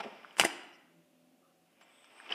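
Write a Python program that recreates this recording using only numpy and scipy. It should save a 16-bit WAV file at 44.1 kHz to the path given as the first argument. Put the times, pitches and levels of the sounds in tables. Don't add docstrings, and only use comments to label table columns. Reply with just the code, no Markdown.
import sys
import numpy as np
from scipy import signal
from scipy.fft import rfft, irfft
from scipy.io import wavfile

SR = 44100
rng = np.random.default_rng(int(sys.argv[2]) if len(sys.argv) > 2 else 0)


def master_out(mix):
    frames = np.transpose(np.atleast_2d(mix))
    ceiling = np.clip(frames, -1, 1)
    pcm = np.round(ceiling * 32767).astype(np.int16)
    wavfile.write(sys.argv[1], SR, pcm)


N = 103458

# frequency_hz, gain_db
AIR_SPECTRUM = [(25, -27), (60, -12), (85, -2), (120, -11.5), (170, -9), (260, 1), (400, -7.5), (650, -8),
                (900, -14.5), (1300, -17), (2000, -19.5), (2800, -15.5), (4000, -22.5), (8000, -24),
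                (15000, -23)]
# pitch_hz, level_db
HUM_TONES = [(168, -86.5), (252, -87.5), (545, -83.5), (595, -81.5), (743, -87), (793, -91)]
# pitch_hz, gain_db
DRONE_TONES = [(84, -21), (168, -6), (252, -3.5), (334, -8.5)]
# time_s, level_db
DRONE_ENVELOPE = [(0, -86), (.75, -82.5), (.92, -76), (.99, -63), (1.07, -79.5), (1.25, -75), (1.45, -81.5),
                  (1.751, -86), (2.346, -89.5)]
# time_s, level_db
SLIDE_ENVELOPES = [
    [(0, -47), (.006, -36), (.02, -56.5), (.04, -44), (.045, -47.5), (.055, -55), (.075, -55), (.1, -56.5),
     (.16, -58), (.22, -60.5), (.36, -62)],
    [(1.65, -82), (1.805, -72.5), (1.815, -58.5), (1.84, -68), (2.0, -68.5), (2.15, -62), (2.285, -54.5),
     (2.3, -49.5), (2.312, -42.5), (2.346, -44.5)],
]
# frequency_hz, gain_db
SLIDE_SPECTRUM = [(30, -33), (100, -23.5), (220, -2.5), (420, -2.5), (700, 2.5), (1200, 1), (1800, -1.5),
                  (2300, 3), (3100, -1), (4200, -17.5), (5300, -9.5), (6500, -27.5), (8200, -24),
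                  (10000, -32.5), (16000, -39.5)]
# time_s, level_db
SLEEVE_ENVELOPE = [(0, -56), (.04, -49.5), (.068, -44), (.095, -56.5), (.15, -56.5), (.22, -70), (.35, -72)]
# frequency_hz, gain_db
SLEEVE_SPECTRUM = [(30, -50), (100, -20), (200, -4.5), (420, -0.5), (850, -3.5), (1300, -16.5), (3000, -30),
                   (16000, -55.5)]
# time_s, level_db
BRUSH_ENVELOPE = [(.362, -66.5), (.378, -53.5), (.385, -40), (.395, -43), (.404, -34), (.42, -37),
                  (.432, -43.5), (.443, -43), (.451, -27), (.458, -40), (.47, -44.5)]
# frequency_hz, gain_db
PAPER_SPECTRUM = [(30, -21), (70, -18), (130, -1.5), (400, 0), (1000, -3.5), (2900, 2), (3900, -8),
                  (5200, -5), (6500, -8.5), (8500, -3.5), (11000, -11.5), (16000, -20)]
# pitch_hz, gain_db, t60_s
CARD_MODES = [(813, -15.5, .019), (1620, -13, 0.0076), (2350, -21, 0.033), (2917, -6, 0.0075),
              (3930, -26, 0.011), (4950, -13.5, 0.0057), (5640, -21, 0.0051), (7480, -19, 0.0066),
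              (8550, -19, 0.0074), (11500, -27, .004), (14900, -25, .003)]
# start_s, gain_db, treble_db
CARD_SNAPS = [(.0035, -31.5, -25.5), (.3286, -51.5, 2), (.3690, -34, -6), (0.3973, -0.5, -1),
              (0.4119, -12.5, 1), (0.4134, -16, -15.5), (0.4456, -31, 12.5), (0.4496, -23.5, 7.5),
              (.4645, -44, 15.5), (1.8115, -45.5, -3.5), (2.0440, -43, -10)]
# start_s, level_db, pitch_hz, swell_s
FINGER_TAPS = [(.0040, -35, 834, 0.0037), (.0430, -46, 450, 0.0019), (0.247, -36, 1365, 0.00057),
               (0.309, -46.5, 2960, 0.00055), (0.3684, -36, 1520, 0.00023), (0.3857, -29, 1020, 0.00046),
               (0.4104, -29.5, 130, 0.00082), (.4126, -24.5, 860, 0.0011), (.4122, -16, 2324, 0.00066),
               (.4371, -14.5, 1100, 0.00025), (.4472, -22.5, 330, 0.002), (.4494, -19, 1950, 0.00092),
               (.4505, -23, 706, 0.0012), (2.2009, -39, 1640, 0.00048), (2.263, -44.5, 2460, 0.00085),
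               (2.2932, -36.5, 3020, 0.00044), (2.3052, -33.5, 2700, 0.00099), (2.3208, -29.5, 2930, .001),
               (2.3235, -21.5, 3066, 0.00092), (2.3240, -39, 1740, 0.002), (2.3265, -57, 620, 0.0017)]
# start_s, length_s, level_db, pitch_hz, width_hz
SKIN_SQUEAKS = [(.4455, 0.003, -41, 9480, 2000), (.4498, 0.0036, -26.5, 8000, 2200),
                (0.719, 0.05, -69, 5330, 696), (1.417, .07, -73.5, 1240, 170), (1.471, .06, -77, 1268, 250),
                (1.814, .04, -73.5, 7600, 303), (1.859, 0.28, -74, 8180, 500),
                (1.86, 0.3, -74.5, 3380, 350), (2.042, 0.0088, -66, 5400, 910),
                (2.087, 0.21, -73, 8280, 496), (2.169, 0.052, -67, 8430, 500),
                (2.303, 0.044, -52.5, 5040, 550)]
# frequency_hz, gain_db
TAIL_SPECTRUM = [(40, -18), (150, -5.5), (310, 2), (500, -2), (780, 1), (1100, 1), (2200, -1.5),
                 (2900, -1.5), (4000, 0.5), (5300, 0.5), (8000, -1.5), (15000, 0.5)]
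# frequency_hz, t60_s
TAIL_DECAY = [(100, 0.93), (270, .85), (600, 0.74), (1400, 0.87), (2700, 0.84), (5000, 0.61), (8000, 0.5),
              (15000, 0.3)]


def amp(db):
    return 10 ** (np.asarray(db) / 20)


def unit(x):
    return x / np.sqrt(np.mean(x ** 2) + 1e-20)


def read(points, hz):
    f, value = np.transpose(points)
    return np.interp(np.log(hz + 1), np.log(f + 1), value)


def colour(x, spectrum):
    gain = amp(read(spectrum, np.fft.rfftfreq(len(x), 1 / SR)))
    return irfft(rfft(x) * gain, len(x))


def cut(x, hz, kind, order=2):
    return signal.sosfilt(signal.butter(order, hz, kind, fs=SR, output="sos"), x)


def band(hz, width_hz):
    bell = np.exp(-((np.fft.rfftfreq(N, 1 / SR) - hz) / width_hz) ** 2)
    return unit(irfft(rfft(rng.standard_normal(N)) * bell, N))


def hum(tones, depth=0.55, waver_hz=4):
    t = np.arange(N) / SR
    sound = np.zeros(N)
    for hz, db in tones:
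        amplitude = amp(db) * np.sqrt(2) * (1 + depth * band(0, waver_hz))
        sound += amplitude * np.sin(2 * np.pi * hz * t + depth * band(0, waver_hz))
    return sound


def background(air_db=-71):
    air = amp(air_db) * unit(colour(rng.standard_normal(N), AIR_SPECTRUM))
    swell = amp(np.interp(np.arange(N) / SR, *np.transpose(DRONE_ENVELOPE)))
    return air + hum(HUM_TONES) + swell * hum(DRONE_TONES)


def friction(envelope, spectrum, slips_per_s=4300, spread_db=3.5, slip_share=0.49):
    slips = (rng.random(N) < slips_per_s / SR) * rng.choice([-1, 1], N)
    sizes = amp(spread_db * np.minimum(rng.exponential(1, N), 4))
    hiss = rng.standard_normal(N)
    drive = np.sqrt(slip_share) * unit(slips * sizes) + np.sqrt(1 - slip_share) * hiss
    level_db = np.interp(np.arange(N) / SR, *np.transpose(envelope), left=-np.inf, right=-np.inf)
    return unit(colour(drive, spectrum)) * amp(level_db)


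def card_snap(gain_db, treble_db, crack_db=-18.5, crack_decay_s=0.0057, radiate_hz=605, split_hz=3900):
    t = np.arange(4096) / SR
    ring = sum(amp(db - 60 * t / t60) * np.sin(2 * np.pi * hz * t) for hz, db, t60 in CARD_MODES)
    fibres = unit(colour(rng.standard_normal(len(t)), PAPER_SPECTRUM))
    crack = amp(crack_db) * np.exp(-t / crack_decay_s) * fibres
    radiated = cut(ring + crack, radiate_hz, "high")
    body = cut(cut(radiated, split_hz, "low"), split_hz, "low")
    treble = cut(cut(radiated, split_hz, "high"), split_hz, "high")
    return amp(gain_db) * (body + amp(treble_db) * treble)


def finger_tap(level_db, pitch_hz, swell_s):
    t = np.arange(4096) / SR
    envelope = t / swell_s * np.exp(1 - t / swell_s)
    return amp(level_db) * envelope * np.sin(2 * np.pi * pitch_hz * t)


def skin_squeak(length_s, level_db, pitch_hz, width_hz):
    arch = np.sin(np.pi * np.minimum(np.arange(N) / SR / length_s, 1))
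    return amp(level_db) * arch * band(pitch_hz, width_hz)


def scatter(envelope):
    x = rng.standard_normal(len(envelope)) * envelope
    limit = 2 * envelope / np.linalg.norm(envelope)
    for _ in range(8):
        flattened = irfft(np.exp(1j * np.angle(rfft(x))), len(x))
        x = np.clip(flattened, -limit, limit)
    return x / np.linalg.norm(x)


def room(x, near_db=-10, near_delay_s=.003, near_t60_s=.04, tail_db=-13, tail_delay_s=.008):
    t = np.arange(SR) / SR
    near = scatter(amp(-60 * t / near_t60_s) * (t > near_delay_s))
    hz, frame_s, noise = signal.stft(rng.standard_normal(SR), SR, nperseg=256)
    decay = amp(-60 * frame_s / read(TAIL_DECAY, hz)[:, None])
    tail = signal.istft(noise * decay, SR, nperseg=256)[1][:SR]
    window = (t > tail_delay_s) * np.minimum(10 * (1 - t), 1)
    tail = colour(tail / np.linalg.norm(tail), TAIL_SPECTRUM) * window
    return x + signal.fftconvolve(x, amp(near_db) * near + amp(tail_db) * tail)[:N]


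def scene():
    direct = friction(BRUSH_ENVELOPE, PAPER_SPECTRUM) + friction(SLEEVE_ENVELOPE, SLEEVE_SPECTRUM)
    direct += sum(friction(stroke, SLIDE_SPECTRUM) for stroke in SLIDE_ENVELOPES)
    for source, events in (card_snap, CARD_SNAPS), (finger_tap, FINGER_TAPS), (skin_squeak, SKIN_SQUEAKS):
        for start_s, *settings in events:
            start = round(start_s * SR)
            sound = source(*settings)[:N - start]
            direct[start:start + len(sound)] += sound
    return (room(direct) + background())[None]


def record(dry, bass_hz=130, leak_db=-22.5, treble_hz=13500, edge_hz=15350):
    thin = cut(dry, bass_hz, "high", order=4) + amp(leak_db) * dry
    soft = cut(thin, treble_hz, "low")
    edge = signal.firwin(511, edge_hz, window=("kaiser", 8), fs=SR)
    return signal.oaconvolve(soft, edge[None], "same")


dry = scene()
out = record(dry)
master_out(out)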